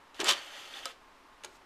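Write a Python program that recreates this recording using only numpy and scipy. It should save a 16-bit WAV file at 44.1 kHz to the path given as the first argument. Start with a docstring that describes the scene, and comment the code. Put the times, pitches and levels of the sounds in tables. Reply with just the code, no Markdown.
"""A compact disc is laid on the open plastic tray of a computer drive, close by in a small room.
It bumps the tray, scrapes, chatters and clicks over the rim, slides on with brief squeaks and seats in
its recess with a close pair of clicks and a grainy rattle; later the tray gets a light double tap and
a faint rustle. The computer's fan runs throughout. Impacts excite decaying modes and noise bursts;
friction is filtered random slips; squeaks and rattle are unsteady tones; the fan is noise and tones."""
import sys
import numpy as np
from scipy import signal
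from scipy.fft import rfft, irfft
from scipy.io import wavfile
from scipy.ndimage import uniform_filter1d

SR = 44100
rng = np.random.default_rng(int(sys.argv[2]) if len(sys.argv) > 2 else 0)


def generate_wav(signal):
    """Clip the signal to [-1, 1] and save it as 16-bit WAV at the path in sys.argv[1]."""
    frames = np.transpose(np.atleast_2d(signal))
    scaled = np.clip(frames, -1, 1) * 32767
    pcm = np.round(scaled).astype(np.int16)
    wavfile.write(sys.argv[1], SR, pcm)


N = 72765
T = np.arange(N) / SR  # time in seconds

# Soft bumps of the tray. Each row: start in seconds, level in dB.
BUMPS = [(0.1956, -34.5), (0.2, -37.5), (0.217, -40), (0.2318, -32.5), (0.279, -40.5), (0.31, -40.5),
         (1.452, -51), (1.484, -56)]
# Hollow ring of the tray. Each row: frequency in Hz, relative level in dB.
TRAY_MODES = [(170, -9.5), (328, 4.5), (378, 7), (425, 4), (612, -1), (750, 1.5)]
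# Colour of a bump. Each row: frequency in Hz, relative level in dB per Hz.
THUD_COLOUR = [(200, -18.5), (370, 2), (800, -6.5), (3000, -39.5)]
# The disc's edge knocking on the tray. Each row: start in seconds, level in dB.
CHATTER = [(0.1442, -52), (0.2013, -29.5), (0.2019, -33), (0.2104, -32.5), (0.2699, -32.5), (0.284, -22),
           (0.2873, -24.5), (0.2899, -17), (0.2922, -36), (0.3, -22), (0.308, -22.5), (0.3126, -23),
           (0.3217, -26), (0.3327, -29.5)]
# Ring of the disc. Each row: frequency in Hz, relative level in dB.
DISC_MODES = [(571, -8.5), (861, -9.5), (1180, 0.5), (1338, -8), (1495, -13), (2386, -2), (3000, 7),
              (3130, 7), (3244, 2), (3296, -9), (3504, 7.5), (3646, -8), (3852, 4), (4130, -21)]
# Colour of the edge, knocking or biting. Each row: frequency in Hz, relative level in dB per Hz.
EDGE_COLOUR = [(150, -47), (250, -19), (543, -18), (1010, -17), (1300, -11), (2270, -13), (3070, -1.5),
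               (5180, -9.5), (7630, -13.5), (14000, -31)]
# Sharp clicks of the disc: one on the rim during the scrape, then a close pair as it seats.
# Each row: start in seconds, level in dB, treble tilt in dB per octave.
CLICKS = [(0.2436, -28.5, 4.5), (0.8557, -29.5, 3), (0.857, -33, -2.5)]
# Short ring of the clicks. Each row: frequency in Hz, relative level in dB.
CLICK_MODES = [(520, -3), (690, -4), (1285, 6), (3050, 0), (3480, 1), (4050, -6), (5200, -5), (7450, -1)]
# Light taps on the tray. Each row: start in seconds, level in dB, treble tilt in dB per octave.
TAPS = [(1.4363, -39, -2), (1.4455, -37, -1.5), (1.4472, -35, 1), (1.459, -46.5, -4.5)]
# Ring of the tapped rim. Each row: frequency in Hz, relative level in dB.
TAP_MODES = [(560, -10), (850, -6), (1450, 0.5), (2300, -5), (3000, 0.5), (3880, 7), (5050, -9),
             (6520, 8.5)]
# Contact noise of clicks and taps. Each row: frequency in Hz, relative level in dB per Hz.
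SNAP_COLOUR = [(180, -20.5), (500, -3), (1900, -2), (3900, -2.5), (7500, -7), (11500, -15.5), (14000, -25)]
# Strength of the scrape over the rim. Each row: time in seconds, level in dB.
SCRAPE_FORCE = [(0.193, -41.5), (0.2, -41), (0.217, -34.5), (0.227, -45.5), (0.24, -46.5), (0.256, -34),
                (0.275, -32.5), (0.29, -29.5), (0.312, -30), (0.325, -44), (0.365, -44), (0.44, -61)]
# Colour of the scrape. Each row: frequency in Hz, relative level in dB per Hz.
SCRAPE_COLOUR = [(100, -47), (200, -13.5), (945, -2.5), (1190, -0.5), (1910, 0.5), (2950, -4.5),
                 (4160, -15.5), (11800, -28), (14000, -39)]
# Strength of the slide. Each row: time in seconds, level in dB.
SLIDE_FORCE = [(0.145, -55), (0.19, -51.5), (0.33, -46.5), (0.41, -47.5), (0.49, -49), (0.58, -46),
               (0.69, -50), (0.79, -44.5), (0.82, -49.5), (0.875, -46.5), (0.91, -49), (0.96, -74)]
# Colour of the slide. 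Each row: frequency in Hz, relative level in dB per Hz.
SLIDE_COLOUR = [(100, -42), (310, -5), (600, 1), (980, -6), (1300, 1), (3300, 0.5), (4050, -8), (4600, -7),
                (14000, -26.5)]
# Resonances of the sliding disc. Each row: frequency in Hz, width in Hz, relative level in dB.
SLIDE_PEAKS = [(816, 45, 2), (1285, 51, 1.5), (1880, 99, -0.5), (2940, 180, 0.5), (3150, 180, 1.5),
               (3430, 180, 1), (4300, 280, -5.5), (6050, 320, -8.5)]
# Squeaks of the sliding disc; the last row is a brief grainy rattle just after it seats.
# Each row: start in seconds, length in seconds, frequency in Hz, level in dB.
SQUEAKS_AND_RATTLE = [(0.24, 0.014, 7270, -38.5), (0.371, 0.039, 4520, -51), (0.739, 0.0063, 3490, -39.5),
                      (0.769, 0.0081, 3600, -40.5), (0.829, 0.015, 3190, -45), (0.864, 0.015, 3980, -46)]
# Strength of the faint rustle of handling. Each row: time in seconds, level in dB.
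RUSTLE_FORCE = [(1.46, -67), (1.515, -66.5), (1.57, -60.5), (1.585, -85)]
# Colour of the rustle. Each row: frequency in Hz, relative level in dB per Hz.
RUSTLE_COLOUR = [(250, -24), (350, 2), (600, 9), (4500, 2.5), (8500, -0.5), (10000, -9)]
# Colour of the fan's rushing air. Each row: frequency in Hz, relative level in dB per Hz.
FAN_COLOUR = [(30, 1), (127, -13.5), (264, -6), (401, -4), (476, -6.5), (899, -2.5), (1150, -3),
              (3100, -13), (14000, -33.5)]
# Blade tones of the fan. Each row: frequency in Hz, level in dB.
FAN_LINES = [(268.5, -78.5), (860, -70.5), (931.3, -72.5), (1065, -68.5), (1199, -74)]

# ring times are t60 at 1 kHz, higher modes die sooner; the finger damps the tapped rim
TRAY_RING_S, DISC_RING_S, CLICK_RING_S, TAP_RING_S = 0.061, 0.15, 0.057, 0.036
BUMP_T60_S, EDGE_T60_S, CLICK_T60_S = 0.035, 0.034, 0.024  # contact noise
DISC_RING_DB, CLICK_RING_DB, SLIDE_RING_DB = -9.5, -3.5, -0.5
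THUD_DB, SNAP_DB = 1, -1  # contact noise against the ring
GRAINS_PER_S, SCRAPE_SCATTER_DB, SLIDE_SCATTER_DB = 6000, -3, 1.5
BITE_DB = 31.5  # hard pressure makes the edge bite: a bright layer that grows with the force squared
FLUTTER_DB = 2.5  # uneven grip of the slide
FAN_DB = -59  # rushing air
ROOM_T60_S, ROOM_DB, ROOM_DAMP_HZ = 0.26, -10, 4570
LOW_CUT_HZ, TOP_HZ = 190, 14100


def impacts():
    """Impulsive excitation: each blow sets a body ringing and adds a burst of contact noise."""
    out = ring(TRAY_MODES, TRAY_RING_S, BUMPS)
    out += undb(DISC_RING_DB) * ring(DISC_MODES, DISC_RING_S, CHATTER)
    out += clicks(CLICKS, CLICK_MODES, CLICK_RING_S)
    out += clicks(TAPS, TAP_MODES, TAP_RING_S)
    for start, db in BUMPS:
        add(out, start, undb(db + THUD_DB) * crack(THUD_COLOUR, BUMP_T60_S))
    for start, db in CHATTER:
        add(out, start, undb(db) * crack(EDGE_COLOUR, EDGE_T60_S))
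    return out


def clicks(rows, modes, t60):
    """Contact stiffness: a snap of noise and a short ring; harder contact favours the high modes."""
    out = np.zeros(N)
    for start, db, tilt in rows:
        tilted = [(hz, level + tilt * np.log2(hz)) for hz, level in modes]
        out += undb(CLICK_RING_DB) * ring(tilted, t60, [(start, db)])
        add(out, start, undb(db + SNAP_DB) * crack(SNAP_COLOUR, CLICK_T60_S, tilt))
    return out


def ring(modes, t60, blows, detune_hz=7):
    """Modal decay: each mode stores the energy of the blows and leaks it away, its pitch unsteady."""
    energy = np.zeros(N)
    for start, db, *_ in blows:
        energy[int(start * SR)] += undb(db) ** 2
    contact = SR // 1000  # each blow lasts about 1 ms
    energy = np.convolve(energy, np.ones(contact) / contact)[:N]
    out = 0
    for hz, db in modes:
        mode_t60 = t60 * np.sqrt(1000 / hz)
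        kept = np.exp(-2 * np.log(1000) / (SR * mode_t60))  # share of energy kept per sample
        amplitude = np.sqrt(signal.lfilter([1], [1, -kept], energy))
        pitch = hz + detune_hz * waver(0.012)
        phase = 2 * np.pi * (rng.random() + np.cumsum(pitch) / SR)
        out = out + undb(db) * amplitude * np.sin(phase)
    return out / np.sqrt(sum(undb(db) ** 2 / 2 for _, db in modes))


def crack(points, t60, tilt_db=0):
    """High modal density: crowded, short-lived modes merge into a coloured burst that starts at rms 1."""
    shape = fade(t60)
    burst = colour(rng.standard_normal(N) * shape, points, tilt_db)
    return burst * np.sqrt(np.sum(shape ** 2) / np.sum(burst ** 2))


def rubbing():
    """Dry friction: a rough scrape, brighter as it presses, and a finer slide with fluttering resonances."""
    press = force(SCRAPE_FORCE)
    scrape = unit(colour(grains(SCRAPE_SCATTER_DB), SCRAPE_COLOUR))
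    bite = undb(BITE_DB) * press * unit(colour(grains(SCRAPE_SCATTER_DB), EDGE_COLOUR))
    slips = grains(SLIDE_SCATTER_DB)
    sing = np.zeros(N)
    for hz, width, db in SLIDE_PEAKS:
        resonance = signal.lfilter(*signal.iirpeak(hz, hz / width, fs=SR), slips)
        sing += undb(db + FLUTTER_DB * waver(0.016)) * resonance
    hiss = unit(colour(grains(SLIDE_SCATTER_DB), SLIDE_COLOUR))
    slide = unit(hiss + undb(SLIDE_RING_DB) * unit(sing))
    return (scrape + bite) * press + slide * force(SLIDE_FORCE)


def squeaks_and_rattle(rough=0.033):
    """Random frequency modulation: short tones of unsteady pitch that rise quickly and die away."""
    out = np.zeros(N)
    for start, length, hz, db in SQUEAKS_AND_RATTLE:
        jitter = unit(uniform_filter1d(rng.standard_normal(N), size=40))
        pitch = hz * (1 + rough * jitter)
        shape = np.sin(np.pi * np.sqrt(np.clip(T / length, 0, 1)))
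        tone = np.sqrt(2) * np.sin(2 * np.pi * np.cumsum(pitch) / SR)
        add(out, start, undb(db) * shape * tone)
    return out


def rustle():
    """Light friction: dense slips, coloured, brush faintly after the last tap."""
    return unit(colour(grains(SLIDE_SCATTER_DB), RUSTLE_COLOUR)) * force(RUSTLE_FORCE)


def grains(scatter_db):
    """Friction as a random pulse train: dense tiny slips of either sign and uneven size."""
    hit = rng.random(N) < GRAINS_PER_S / SR
    sign = rng.choice([-1, 1], N)
    size = undb(scatter_db * np.minimum(rng.exponential(size=N), 4))
    return hit * sign * size


def force(curve):
    """Friction noise follows contact force: gain along (s, dB) points, silent outside them."""
    return undb(np.interp(T, *np.array(curve).T, left=-200, right=-200))


def room(x):
    """Reverberation: a short, dull, exponentially decaying tail from desk and walls."""
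    tail = rng.standard_normal(N) * fade(ROOM_T60_S)
    tail *= 1 - np.exp(-T / 0.00096)  # gradual onset
    tail /= np.linalg.norm(tail)
    damping = signal.butter(1, ROOM_DAMP_HZ, fs=SR, output="sos")
    tail = signal.sosfilt(damping, tail)
    return x + undb(ROOM_DB) * signal.fftconvolve(x, tail)[:N]


def fan(wander_hz=4, flicker_db=3.5, waver_s=0.0517):
    """Flow noise and blade tones: rushing air with lines that waver in pitch and level."""
    out = undb(FAN_DB) * unit(colour(rng.standard_normal(N), FAN_COLOUR))
    for hz, db in FAN_LINES:
        phase = 2 * np.pi * np.cumsum(hz + wander_hz * waver(waver_s)) / SR
        out += undb(db + flicker_db * waver(waver_s)) * np.sin(phase)
    return out


def colour(x, points, tilt_db=0):
    """Minimum-phase filtering: a causal response through (Hz, dB) points, tilted about 3 kHz."""
    size = 2048
    hz, db = np.array(points).T
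    octave = np.log2(np.maximum(np.arange(size // 2 + 1), .5) * SR / size)
    tilt = tilt_db * np.clip(octave - np.log2(3000), -3, 3)
    gain_db = np.interp(octave, np.log2(hz), db) + tilt
    # folding the cepstrum onto positive time makes the filter causal
    cepstrum = irfft(np.log(undb(gain_db)))
    cepstrum[1:size // 2] *= 2
    cepstrum[size // 2 + 1:] = 0
    return signal.fftconvolve(x, irfft(np.exp(rfft(cepstrum))))[:N]


def waver(seconds):
    """Low-pass randomness: smooth chance of rms 1 that changes over the given time."""
    size = int(np.clip(seconds * SR, 2, N // 4))
    smooth = uniform_filter1d(rng.standard_normal(N), size)
    return unit(uniform_filter1d(smooth, size))


def fade(t60):
    """Exponential decay: amplitude falls by 60 dB in t60 seconds."""
    return np.exp(-np.log(1000) * T / max(t60, 1e-3))


def undb(db):
    """Logarithmic level: decibels to amplitude gain."""
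    return 10 ** (np.asarray(db) / 20)


def unit(x):
    """Effective value: scale to rms 1."""
    return x / np.sqrt(np.mean(x ** 2))


def add(out, start, x):
    """Superposition: mix x in from a start time in seconds."""
    i = int(start * SR)
    out[i:] += x[:N - i]


def scene():
    """Superposition: disc and tray, thin in the bass, in the room over the fan."""
    handling = room(impacts() + rubbing() + squeaks_and_rattle() + rustle())
    low_cut = signal.butter(2, LOW_CUT_HZ, "highpass", fs=SR, output="sos")
    return (signal.sosfilt(low_cut, handling) + fan())[None]


def record(dry):
    """Band limiting: the recorder cuts the top with a steep low-pass."""
    top_cut = signal.ellip(12, .2, 85, TOP_HZ, fs=SR, output="sos")
    return signal.sosfilt(top_cut, dry)


dry = scene()
out = record(dry)
generate_wav(out)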